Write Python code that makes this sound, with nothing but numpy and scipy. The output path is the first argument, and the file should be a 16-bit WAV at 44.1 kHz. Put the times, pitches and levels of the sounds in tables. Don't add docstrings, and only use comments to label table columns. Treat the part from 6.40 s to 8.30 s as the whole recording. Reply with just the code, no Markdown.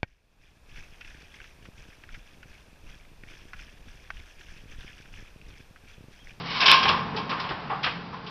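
import sys
import numpy as np
from scipy import signal
from scipy.fft import rfft, irfft, next_fast_len
from scipy.io import wavfile
from scipy.ndimage import map_coordinates

SR = 44100
rng = np.random.default_rng(int(sys.argv[2]) if len(sys.argv) > 2 else 0)


def generate_wav(signal):
    frames = np.transpose(np.atleast_2d(signal))
    scaled = np.clip(frames, -1, 1) * 32767
    pcm = np.round(scaled).astype(np.int16)
    wavfile.write(sys.argv[1], SR, pcm)


N = 83790
T = np.arange(N) / SR
FFT_SIZE = next_fast_len(N + 8192)
CLANK_ATTACK_S, RING_ATTACK_S, RING_DRIFT_RAD = 0.0039, 0.0025, 0.47

# (time [s], clank [dB], panel note [Hz], clash [dB], clash tilt [dB/octave], frame ring [dB])
JOLT_BLOWS = [(0.195, -30, 1060, -48, -1, -26), (0.203, -52, 1110, -20, 6.5, -37),
              (0.212, -25.5, 665, -22, -3, -46.5), (0.223, -18.5, 2590, -23.5, -5.5, -43),
              (0.256, -27.5, 990, -12, 4.5, -23), (0.279, -20, 1075, -10.5, -2, -19.5),
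              (0.296, -27, 1130, -17, 5, -33.5), (0.309, -24.5, 950, -11.5, -2.5, -23),
              (0.32, -18, 1034, -14.5, -4, -21.5), (0.33, -20.5, 1146, -22.5, 5.5, -26),
              (.427, -23.5, 1080, -20.5, -0.5, -44.5), (0.449, -20, 865, -21, -9.5, -32),
              (0.479, -24, 1080, -19.5, -2.5, -31), (0.491, -18.5, 1110, -26, -3.5, -28.5),
              (0.522, -25.5, 1005, -35, -2, -46), (0.564, -30, 830, -45.5, -10, -41)]
KNOCK_BLOWS = [(0.743, -32, 415, -51, -7.5, -48), (0.762, -32, 870, -31, 5.5, -54),
               (0.768, -32.5, 1050, -38, 0, -32.5), (0.893, -30.5, 1053, -30, 3, -37),
               (0.91, -25, 1106, -30, -8, -40.5), (0.972, -33, 1360, -39.5, -4.5, -58),
               (0.997, -36, 1020, -31.5, 5, -41), (1.037, -34, 1000, -37, -8, -39.5),
               (1.087, -37, 395, -33.5, -1, -41), (1.106, -40.5, 916, -28, -16, -55),
               (1.293, -33, 860, -49, -12, -52), (1.297, -26, 786, -36, -11, -41.5),
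               (1.316, -27.5, 1153, -45, -9, -53), (1.43, -38, 1330, -27, 2.5, -51),
               (1.44, -32.5, 1375, -21.5, -4.5, -49.5), (1.46, -39.5, 940, -23, -11, -56),
               (1.728, -35, 1040, -53, 20, -47), (1.864, -54, 930, -38.5, 4, -44)]
# (frequency [Hz], level [dB])
HARD_CLASH_SPECTRUM = [(400, -32), (1200, -23.5), (1550, 0), (1950, -8), (2350, 1.2), (3300, 2.5),
                       (4400, -4), (5400, -5), (6200, -28)]


def amp(db):
    return 10 ** (np.asarray(db) / 20)


def unit(x):
    return x / np.sqrt(np.mean(x ** 2) + 1e-20)


def level(points):
    return amp(np.interp(T, *np.transpose(points)))


def wobble(knots_per_s):
    return map_coordinates(rng.standard_normal(2048), [T * knots_per_s + 2], mode="wrap")


def noise(grain_db=0):
    grains = np.repeat(rng.standard_normal(N // 24 + 1), 24)[:N]
    return rng.standard_normal(N) * amp(grain_db * grains)


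def coloured(x, spectrum, tilt_db_per_oct=0):
    octave = np.log2(np.fft.rfftfreq(FFT_SIZE, 1 / SR) + 1)
    hz, db = np.transpose(spectrum)
    tilted_db = db + tilt_db_per_oct * np.log2(hz / hz[0])
    gain = amp(np.interp(octave, np.log2(hz), tilted_db))
    return unit(irfft(rfft(x, FFT_SIZE) * gain, FFT_SIZE)[:N])


def lowpass(x, cutoff_hz):
    hz = np.fft.rfftfreq(FFT_SIZE, 1 / SR)
    return irfft(rfft(x, FFT_SIZE) / np.sqrt(1 + (hz / cutoff_hz) ** 120), FFT_SIZE)[:, :N]


def resonance(hz, q):
    b, a = signal.iirpeak(hz, q, SR)
    return unit(signal.lfilter(b, a, signal.lfilter(b, a, noise())))


def fade(t, t60_s):
    return np.exp(-np.log(1000) * t / t60_s)


def strike(t, attack_s, t60_s):
    return (1 - np.exp(-t / attack_s)) * fade(t, t60_s)


def porch_burst(t, attack_s, t60_s, tail_db, tail_t60_s):
    return np.hypot(strike(t, attack_s, t60_s), amp(tail_db) * strike(t, attack_s, tail_t60_s))


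def air():
    # (frequency [Hz], level [dB])
    air_spectrum = [(20, -3), (70, -8.5), (180, -3.5), (500, -19), (1030, -7.5), (1900, -17), (5000, -11.5),
                    (5900, -45.5)]
    return amp(-53) * coloured(noise(), air_spectrum)


def motor():
    # (time [s], level [dB])
    load_curve = [(0, -38.5), (.14, -43), (.52, -36.5), (.85, -37.5), (1.15, -44.5), (1.45, -43.5),
                  (1.9, -44.5)]
    # (frequency [Hz], level [dB])
    rumble_spectrum = [(25, -36), (60, -12.5), (100, -10), (135, -2), (175, -1.5), (205, -5.5), (280, -8.5),
                       (350, -16), (450, -9.5), (600, -20), (1500, -43)]
    # (time [s], half width [s], frequency [Hz], level [dB])
    hum_swells = [(.58, 0.25, 219.3, -39.5), (.76, 0.063, 146, -38), (1.38, 0.16, 140.9, -42.5),
                  (1.58, 0.037, 175, -35.5)]
    hum_hz, hum_db, drift_rad = 172, -47.5, 0.8

    def tone(hz):
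        return np.sin(2 * np.pi * hz * T + drift_rad * wobble(3.7))

    swells = np.zeros(N)
    for peak_s, width_s, hz, db in hum_swells:
        swells += amp(db) * np.exp(-((T - peak_s) / width_s) ** 2) * tone(hz)
    load = level(load_curve)
    rumble = load * coloured(noise(), rumble_spectrum)
    hum = unit(load) * amp(hum_db) * tone(hum_hz)
    return rumble + hum + swells


def chain():
    # (time [s], level [dB])
    chain_curve = [(0, -40.5), (.35, -40), (.72, -38), (.86, -43), (1.0, -36), (1.25, -39.5), (1.68, -44.5),
                   (1.9, -45.5)]
    # (frequency [Hz], level [dB])
    chain_spectrum = [(250, -11), (600, -2.5), (850, 4), (1080, 4), (1400, -0.5), (2100, -6.5),
                      (2800, -7.5), (5400, -20.5), (6200, -41)]
    links_per_s, scatter_links, spread_db = 13, 0.39, 0.5
    bumps = np.zeros(N)
    for link, (late, weak) in enumerate(rng.standard_normal((80, 2))):
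        t = np.maximum(T - (link + scatter_links * late) / links_per_s, 0)
        bumps += amp(-spread_db * weak) * strike(t, CLANK_ATTACK_S, t60_s=0.02)
    ripple = unit(np.hypot(1, amp(3) * bumps))
    return level(chain_curve) * ripple * coloured(noise(), chain_spectrum)


def scrape():
    # (time [s], level [dB])
    scrape_curve = [(0, -40), (.045, -44.5), (.07, -35.5), (.11, -33), (.17, -28.5), (.21, -30.5),
                    (.245, -30)]
    # (frequency [Hz], level [dB])
    friction_spectrum = [(300, -10), (700, -12), (1080, 6), (1400, -3.5), (2100, 1), (3100, 0.5),
                         (4200, -1), (5300, -4.5), (6200, -25)]
    bar_notes = [1131, 2235, 2910, 3135]
    release_s = scrape_curve[-1][0]
    friction = coloured(noise(grain_db=0.5), friction_spectrum)
    bars = unit(sum(resonance(hz, q=70) for hz in bar_notes))
    flicker = amp(1.2 * wobble(82.0))
    return (T < release_s) * level(scrape_curve) * flicker * unit(friction + amp(-6.5) * bars)


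def leaf_boom(start_s=0.426):
    t = np.maximum(T - start_s, 0)
    return amp(-36) * resonance(hz=89, q=5.4) * strike(t, attack_s=0.045, t60_s=0.59)


def drive_arm(start_s=1.442):
    arm_modes = [1546, 2525, 2895, 3210]
    t = np.maximum(T - start_s, 0)
    ring = sum(np.sin(2 * np.pi * hz * t + RING_DRIFT_RAD * wobble(38.0)) for hz in arm_modes)
    return amp(-32.5) * unit(ring) * strike(t, RING_ATTACK_S, t60_s=0.25)


def frame_ring():
    # (frequency [Hz], gain [dB])
    frame_modes = [(1042, -6), (1066, 1), (1152, -10.5), (1626, -11), (2250, -7.5), (2380, -12),
                   (2572, -10.5), (2679, -9), (2837, -14.5), (3030, -12.5), (3233, -6.5), (3270, -11.5),
                   (3498, -12.5), (3870, -13.5), (4923, -13)]
    t60_at_1khz_s = 0.64
    kicks = np.zeros(N)
    for start_s, *_, ring_db in JOLT_BLOWS + KNOCK_BLOWS:
        kicks[round(start_s * SR)] += amp(ring_db) ** 2
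    out = np.zeros(N)
    for hz, db in frame_modes:
        t60_s = t60_at_1khz_s * (hz / 1000) ** -0.51
        energy = signal.fftconvolve(kicks, strike(T, RING_ATTACK_S, t60_s) ** 2)[:N]
        phase = 2 * np.pi * (hz * T + rng.random()) + RING_DRIFT_RAD * wobble(35.46)
        out += amp(db) * np.sqrt(np.abs(energy)) * np.sin(phase)
    return out


def blows(table, clash_spectrum, clash_t60_s):
    # (frequency [Hz], level [dB])
    clank_spectrum = [(50, -29), (130, -21.5), (420, -4), (600, -5.5), (820, -0.5), (1090, 3), (1350, -2),
                      (1800, -3.5), (3000, -23.5), (6000, -52)]
    out = np.zeros(N)
    for start_s, clank_db, panel_hz, clash_db, tilt_db_per_oct, _ in table:
        t = np.maximum(T - start_s, 0)
        body = coloured(noise(), clank_spectrum)
        clank = unit(body + amp(1.5) * resonance(panel_hz, q=5.4))
        clank *= porch_burst(t, CLANK_ATTACK_S, t60_s=0.17, tail_db=-8, tail_t60_s=0.58)
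        grit_db = 2.5 * fade(t, t60_s=0.67) * (T > start_s)
        clash = coloured(noise(grit_db), clash_spectrum, tilt_db_per_oct)
        clash *= porch_burst(t, attack_s=0.0028, t60_s=clash_t60_s, tail_db=-10, tail_t60_s=0.52)
        out += amp(clank_db) * clank + amp(clash_db) * clash
    return out


def knocks():
    # (frequency [Hz], level [dB])
    light_clash_spectrum = [(400, -34.5), (1200, -8.5), (1600, -4), (2200, -3.5), (2700, 1), (4000, -4.5),
                            (5200, -7.5), (6200, -30.5)]
    return blows(KNOCK_BLOWS, light_clash_spectrum, clash_t60_s=0.14)


def jolts():
    return blows(JOLT_BLOWS, HARD_CLASH_SPECTRUM, clash_t60_s=0.13)


def latch_cracks():
    # (time [s], level [dB])
    contacts = [(.2595, -8.5), (0.2863, -10), (0.3154, -4.5), (.324, -14), (0.4911, -14)]
    out = np.zeros(N)
    for start_s, db in contacts:
        envelope = (T >= start_s) * fade(np.maximum(T - start_s, 0), t60_s=0.0088)
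        out += amp(db) * coloured(noise(), HARD_CLASH_SPECTRUM) * envelope
    return out


def scene():
    gate = scrape() + jolts() + latch_cracks() + knocks() + drive_arm() + frame_ring()
    return (gate + motor() + chain() + air() + leaf_boom())[None]


def record(dry):
    ceiling = 0.72
    narrow = lowpass(dry, cutoff_hz=5950)
    clipped = narrow / (1 + np.abs(narrow / ceiling) ** 20) ** (1 / 20)
    return lowpass(clipped, cutoff_hz=15900)


dry = scene()
out = record(dry)
generate_wav(out)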